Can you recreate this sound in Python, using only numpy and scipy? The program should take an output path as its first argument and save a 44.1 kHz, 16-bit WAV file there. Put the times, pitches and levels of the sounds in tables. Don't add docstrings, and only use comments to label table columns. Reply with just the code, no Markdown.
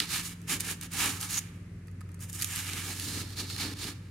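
import sys
import numpy as np
from scipy import signal
from scipy.fft import rfft, irfft, next_fast_len
from scipy.io import wavfile
from scipy.ndimage import uniform_filter1d, map_coordinates

SR = 44100
rng = np.random.default_rng(int(sys.argv[2]) if len(sys.argv) > 2 else 0)


def to_linear_factor(level_db):
    exponent = np.asarray(level_db, float) / 20
    return 10 ** exponent


def master_out(mix):
    frames = np.transpose(np.atleast_2d(mix))
    ceiling = np.clip(frames, -1, 1)
    pcm = np.round(ceiling * 32767).astype(np.int16)
    wavfile.write(sys.argv[1], SR, pcm)


N = 181017
TIME = np.arange(N) / SR

# t/s, f/Hz
FIRING_CYCLE = [(0.0, 19.3), (0.04, 19.2), (0.55, 19.0), (1.54, 19.0), (1.97, 18.7), (2.92, 18.6),
                (3.0, 18.7), (4.1, 19.1)]
# t/s, level/dB
ENGINE_BOOM = [(0, -54.5), (1, -46), (1.6, -47.5), (2, -42.5), (2.5, -45), (3.4, -43.5), (4.1, -48)]
# multiple of the firing cycle [1], level/dB
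BOOM_ORDERS = [(5, 0.5), (6, -9)]
# multiple of the firing cycle [1], level/dB
STEADY_ORDERS = [(2, -89), (3, -73), (4, -81), (7, -114), (8, -62.5), (10, -63), (11, -88.5), (12, -76),
                 (14, -65.5)]

# f/Hz, density/dB per Hz
FLOOR_SPECTRUM = [(25, -10), (43, -17), (79, -6), (104, -3), (178, -10.5), (260, -14), (445, -23),
                  (722, -37), (1800, -30.5), (2600, -34.5), (3170, -42), (9810, -45.5), (13900, -55),
                  (15500, -80)]
# f/Hz, likeness [0..1]
FLOOR_LIKENESS = [(60, 1.0), (240, 1), (950, 0.41), (3770, 0.041), (15000, 0.01)]

# start/s, fastest/s, stop/s, hiss level/dB, pressure on the block/dB
STROKES = [(-.04, 0, 0.079, -39, 3), (0.054, 0.163, .24, -34, -2), (0.207, 0.26, .3, -38, -6.5),
           (0.268, 0.307, 0.35, -45, -2.5), (0.466, 0.518, 0.59, -31.5, -3),
           (0.591, 0.608, 0.63, -37.5, -8.5), (0.596, 0.699, .76, -36.5, -2),
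           (0.806, 0.834, 0.88, -44, -1.5), (0.895, 1.011, 1.223, -33.5, -3.5),
           (0.968, 1.036, 1.105, -32.5, 1), (1.188, 1.224, 1.277, -36.5, -8),
           (1.276, 1.324, 1.37, -35.5, -8), (1.29, 1.375, 1.4, -34, -4)]
GROOVE_CUTS = [
    (2.192, 2.23, 2.27, -43.5, -10),
    (2.282, 2.3, 2.312, -46, -13),
    (2.314, 2.348, 2.38, -41, -13),
    (2.34, 2.403, 2.546, -39, -6),
    (2.426, 2.579, 2.686, -38, -2.5),
    (2.56, 2.725, 2.94, -40, 0),
    (2.788, 2.883, 3.027, -39.5, -3),
    (2.938, 3.053, 3.253, -39.5, -5.5),
    (3.098, 3.165, 3.273, -41, -2.5),
]
RESTING_CONTACT = [(.32, .37, 0.81, -65.5, 1), (.72, .77, 1.2, -66, 1), (1.115, 1.197, 1, -59, -18),
                   (1.23, 1.275, 1.46, -47, -4.5), (1.358, 1.4, 1.67, -63, 5.5),
                   (2.2, 2.293, 2.38, -57, -3), (3.297, 3.456, 3.6, -52.5, -1), (3.618, 3.74, 3.74, -53, 0),
                   (3.867, 3.93, 4.46, -69.5, 5)]
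JABS = [(3.187, 3.317, 3.39, -50, -1.5), (3.344, 3.397, 3.456, -39, -2.5), (3.447, 3.512, 3.66, -44.5, -5),
        (3.53, 3.62, 3.75, -37.5, 0.5), (3.734, 3.837, 3.89, -41, -2), (3.81, 3.877, 3.95, -42, 0)]
# t/s, blade depth in slot/dB, hand weight on table/dB, free length of block/dB
SAW_POSE = [(0, 4, -8, -0.5), (.25, -7, -21, -3.5), (.55, -7, -8, -0.5), (1.05, -5.5, -8, 1.5),
            (1.24, -7, -12.5, 5), (1.35, -6.5, -18, -0.5), (2.25, -14, -9, 2.5), (2.55, -8, -19, -4),
            (2.75, -6, -8.5, -2.5), (3.05, -3.5, -6, -2.5), (3.22, 0.5, -0.5, 2), (3.4, 3, 1.5, 1),
            (3.62, 3.5, -4, 1.5), (3.72, 4, 5, 6.5), (3.85, 1.5, -1, 1.5)]

# f/Hz, density/dB per Hz
TEARING_SPECTRUM = [(1470, -32), (2500, -10), (2980, -19.5), (3840, -19), (4410, -13), (6990, -2),
                    (9360, -0.5), (11900, -3.5), (14700, -9.5), (15700, -11)]
# f/Hz, width/Hz, level/dB
BLADE_MODES = [(6050, 400, -0.5), (6870, 160, 6.5), (8560, 240, -1.5), (9600, 81, 4), (11470, 910, -7)]
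# f/Hz, width/Hz, level/dB
GROOVE_MODES = [(3627, 460, 0), (4280, 410, 8), (5070, 1130, 0)]
# f/Hz, width/Hz, level/dB
BLOCK_MODES = [(820, 195, -3.5), (1266, 192, -0.5), (1703, 214, 0.5), (2280, 304, 1.5), (2892, 550, -2)]
# f/Hz, width/Hz, level/dB
TABLE_MODES = [(59, 23.5, -4.5), (130, 32, -4.5), (197, 75, -5), (286.8, 25, 4.5), (408.5, 97, -8.5)]

# t/s, peak level/dB, block part/dB
BLADE_TICKS = [(.0014, -9.5, 2), (.416, -36, -20), (.6, -21, -6), (.6055, -10, -18), (.7117, -14, -21),
               (.8116, -19.5, -11), (.833, -21, -24), (.917, -27.5, -19), (.9348, -18.5, -9),
               (1.2117, -15, -18), (1.2285, -23.5, 1.5), (1.3065, -20, -19), (1.3902, -14.5, -16),
               (2.2064, -31, -20), (2.2967, -22.5, -30), (2.329, -19, -30), (2.485, -41, -4),
               (2.5594, -14, -9), (2.6674, -30.5, 7.5), (2.7328, -22, 0), (2.778, -29, -3),
               (2.997, -17, -5), (3.3959, -28, 0), (3.4994, -28, 7), (3.5628, -24, 3), (3.669, -34, -4),
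               (3.7885, -31, -1), (3.8412, -25, 4)]
BLADE_RATTLE = [(2.4, -26, -1), (2.4132, -21, -2), (2.4214, -8, -11.5), (2.4265, -14, -7),
                (2.4301, -16, -9), (2.444, -10.5, -13)]
SOFT_TAPS = [(1.871, -44, 0), (1.881, -47.5, 12), (1.9121, -49, -14), (2.007, -41.5, 8), (2.012, -43, 10),
             (2.0903, -46.5, 5), (2.1161, -45, -4), (2.143, -37.5, -5), (2.1914, -46, 6)]
# f/Hz, width/Hz, level/dB
KNOCK_MODES = [(1284, 79, 5), (1920, 550, 6), (2730, 1200, 5.5), (4570, 1100, 8)]
# f/Hz, width/Hz, level/dB
TAP_MODES = [(895, 120, -1), (1260, 60, 11.5), (1850, 270, 5.5), (2500, 680, -3), (4600, 430, -4)]

# f/Hz, likeness [0..1]
SAW_LIKENESS = [(60, 1), (180, 1), (550, 1), (1650, 0.75), (4970, 0.51), (15000, 0.4)]
# f/Hz, left minus right level/dB
SAW_LEAN = [(60, 6), (150, -2), (380, 0.5), (950, 0.5), (2380, -2.5), (5980, -4.5), (15000, -1.5)]
# f/Hz, phase/rad
SAW_LEAD = [(1800, 0), (7000, 0.22), (10000, 1), (15000, 0.96)]
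# f/Hz, t60/s
SHOP_DECAY = [(200, 0.27), (1000, 1), (3000, 0.5), (8000, 0.38), (15000, 0.27)]


def unit(x):
    return x / np.sqrt(np.mean(x ** 2) + 1e-20)


def along(points, hz):
    f, v = np.transpose(points)
    return np.interp(np.log(hz + 1), np.log(f + 1), v)


def curves(rows):
    s, *columns = np.transpose(rows)
    return [np.interp(TIME, s, column) for column in columns]


def wobble(rate):
    knots = rng.standard_normal(int(N * rate / SR) + 4)
    return map_coordinates(knots, [np.arange(N) * rate / SR])


def filtered(x, response):
    m = next_fast_len(N + SR // 2)
    return irfft(rfft(x, m) * response(np.fft.rfftfreq(m, 1 / SR)), m)[..., :N]


def above(hz):
    return lambda f: (1j * f / (hz + 1j * f)) ** 4


def modes(table):
    def response(f):
        total = 0
        for k, (centre, width, db) in enumerate(table):
            damping = 1j * f * width
            total = total + (-1) ** k * to_linear_factor(db) * damping / (centre ** 2 - f * f + damping)
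        return total
    return response


def ports(pair, alike, lean=((1, 0), (2, 0)), lead=((1, 0), (2, 0))):
    def spread(hz):
        turn = np.arccos(np.clip(along(alike, hz), -1, 1)) / 2
        return np.array([np.cos(turn), np.sin(turn)])

    def offset(hz):
        half = to_linear_factor(along(lean, hz) / 2) * np.exp(0.5j * along(lead, hz))
        return np.array([half, 1 / half])

    mid, side = filtered(pair, spread)
    return filtered(np.array([mid + side, mid - side]), offset)


def engine():
    angle = 2 * np.pi * (np.cumsum(curves(FIRING_CYCLE)[0]) / SR + 0.297)
    boom_db = curves(ENGINE_BOOM)[0]
    orders = [(k, db + boom_db) for k, db in BOOM_ORDERS]
    orders.append((9, -47 - 1.95 * TIME))
    orders += list(STEADY_ORDERS)
    drone = 0
    for k, db in orders:
        level = to_linear_factor(db + 1.34 * wobble(3.05))
        drone = drone + level * np.cos(round(k) * angle + 0.33 * wobble(4.53))
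    fan = to_linear_factor(-56.5 + 1.1 * wobble(2.5)) * np.sin(2 * np.pi * 52.5 * TIME)
    return np.sqrt(2) * (drone + fan)


def floor():
    air = unit(filtered(rng.standard_normal((2, N)), lambda f: to_linear_factor(along(FLOOR_SPECTRUM, f))))
    return to_linear_factor(-49 + 1.2 * wobble(5.65)) * ports(air, FLOOR_LIKENESS)


def stroke(start, fastest, stop):
    u = np.interp(TIME, [start, fastest, stop], [0, 1, 2])
    steepness = np.where(u < 1, 1.52, 1.28)
    return np.abs(np.sin(np.pi / 2 * u)) ** steepness


def jab(start, fastest, stop):
    return np.interp(TIME, [start, fastest, stop], [0, 1, 0]) ** 1.43


def tearing(scatter_db, chatter_db):
    scatter = scatter_db * np.minimum(rng.exponential(size=N), 3.5)
    chatter = chatter_db * (wobble(45) + wobble(160))
    return to_linear_factor(scatter + chatter) * rng.standard_normal((2, N))


def rasp():
    moves = [(stroke, row) for rows in (STROKES, GROOVE_CUTS, RESTING_CONTACT) for row in rows]
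    moves += [(jab, row) for row in JABS]
    hiss_power, pressed_power = 0, 0
    for shape, (start, fastest, stop, hiss_db, pressure_db) in moves:
        power = shape(start, fastest, stop) ** 2 * to_linear_factor(2 * hiss_db)
        hiss_power = hiss_power + power
        pressed_power = pressed_power + power * to_linear_factor(2 * pressure_db)
    hiss, pressed = np.sqrt(hiss_power), np.sqrt(pressed_power)
    lag_s, smear_s = 0.019, 0.052
    smeared = uniform_filter1d(hiss, int(smear_s * SR))
    late = np.pad(smeared, (int(lag_s * SR), 0), "edge")[:N]

    depth_db, weight_db, free_db = curves(SAW_POSE)
    cells = tearing(scatter_db=3.5, chatter_db=1.0)
    steel = lambda f: to_linear_factor(along(TEARING_SPECTRUM, f)) * (1 + 0.57 * np.abs(modes(BLADE_MODES)(f)))
    blade = unit(filtered(cells, steel))
    groove = unit(filtered(cells, lambda f: modes(GROOVE_MODES)(f) * (f > 3000)))
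    block = unit(filtered(cells, lambda f: modes(BLOCK_MODES)(f) * above(450)(f)))
    low_modes = filtered(block, lambda f: 1 / (1 + (f / 1400) ** 6))
    block = block + (to_linear_factor(free_db) - 1) * low_modes
    table = unit(filtered(tearing(scatter_db=2.5, chatter_db=1.0), modes(TABLE_MODES)))
    return hiss * (blade + to_linear_factor(depth_db) * groove) + pressed * block + late * to_linear_factor(weight_db) * table


def bursts(rows, t60):
    steel, foam = np.zeros((2, 2 * N)), np.zeros((2, 2 * N))
    t = np.arange(SR // 20) / SR
    onset = 1 - np.exp(-t / 0.00077)
    for s, db, foam_db in rows:
        steel_noise, foam_noise = rng.standard_normal((2, 2, len(t))) * onset
        start = round(s * SR)
        span = slice(start, start + len(t))
        steel[:, span] += to_linear_factor(db + 2 - 60 * t / t60) * steel_noise
        foam[:, span] += to_linear_factor(db + foam_db - 60 * t / (t60 * 1.16)) * foam_noise
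    return steel[:, :N], foam[:, :N]


def ticks():
    steel, foam = np.add(bursts(BLADE_TICKS, t60=0.0091), bursts(BLADE_RATTLE, t60=0.011))
    soft_steel, soft_foam = bursts(SOFT_TAPS, t60=0.017)
    ring = lambda f: to_linear_factor(along(TEARING_SPECTRUM, f)) * (0.88 + 0.82 * modes(BLADE_MODES)(f))
    depth_db = curves(SAW_POSE)[0]
    slot = filtered(steel * to_linear_factor(-13 + depth_db), modes(GROOVE_MODES))
    knock = filtered(foam, lambda f: modes(KNOCK_MODES)(f) * above(400)(f))
    tap = filtered(soft_foam, modes(TAP_MODES))
    return filtered(steel + soft_steel, ring) + slot + knock + tap


def shop(x):
    hz, t, z = signal.stft(rng.standard_normal((2, SR // 2)), SR, nperseg=256)
    decay = to_linear_factor(-60 * t / along(SHOP_DECAY, hz)[:, None])
    tail = signal.istft(z * decay, SR, nperseg=256)[1]
    delayed = np.pad(x, ((0, 0), (300, 0)))
    return signal.fftconvolve(delayed, tail / np.linalg.norm(tail[0]), axes=1)[:, :N]


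def singing():
    from_s, to_s, rise_s, stop_s = 1.345, 1.392, 0.058, 0.012
    slips = rng.standard_normal((2, N)) * to_linear_factor(7.5 * np.tanh(wobble(150)))
    away = np.maximum((from_s - TIME) / rise_s, (TIME - to_s) / stop_s).clip(0)
    bending = modes([(6040, 520, -0.5), (6800, 120, 8)])
    return to_linear_factor(-33 - 24 * away) * unit(filtered(slips, bending))


def creak():
    from_s, to_s, edge_s = 2.878, 2.925, 0.013
    away = np.maximum(from_s - TIME, TIME - to_s).clip(0) / edge_s
    lowest = modes([(787, 45, 0)])
    return to_linear_factor(-51.5 - 20 * away) * unit(filtered(rng.standard_normal(N), lowest))


def scene():
    saw = ports(rasp() + ticks() + creak(), SAW_LIKENESS, SAW_LEAN, SAW_LEAD)
    song = ports(singing(), SAW_LIKENESS, SAW_LEAN, SAW_LEAD)
    tail = shop(saw + to_linear_factor(-10) * song)
    return to_linear_factor(-1.0) * saw + song + to_linear_factor(-15.5) * tail + engine() + floor()


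def roll_off(x):
    return signal.sosfilt(signal.butter(12, 15810, fs=SR, output="sos"), x)


def record(dry):
    mix = filtered(dry, lambda f: above(22)(f) * (f < 15830))
    return roll_off(mix)


dry = scene()
out = record(dry)
master_out(out)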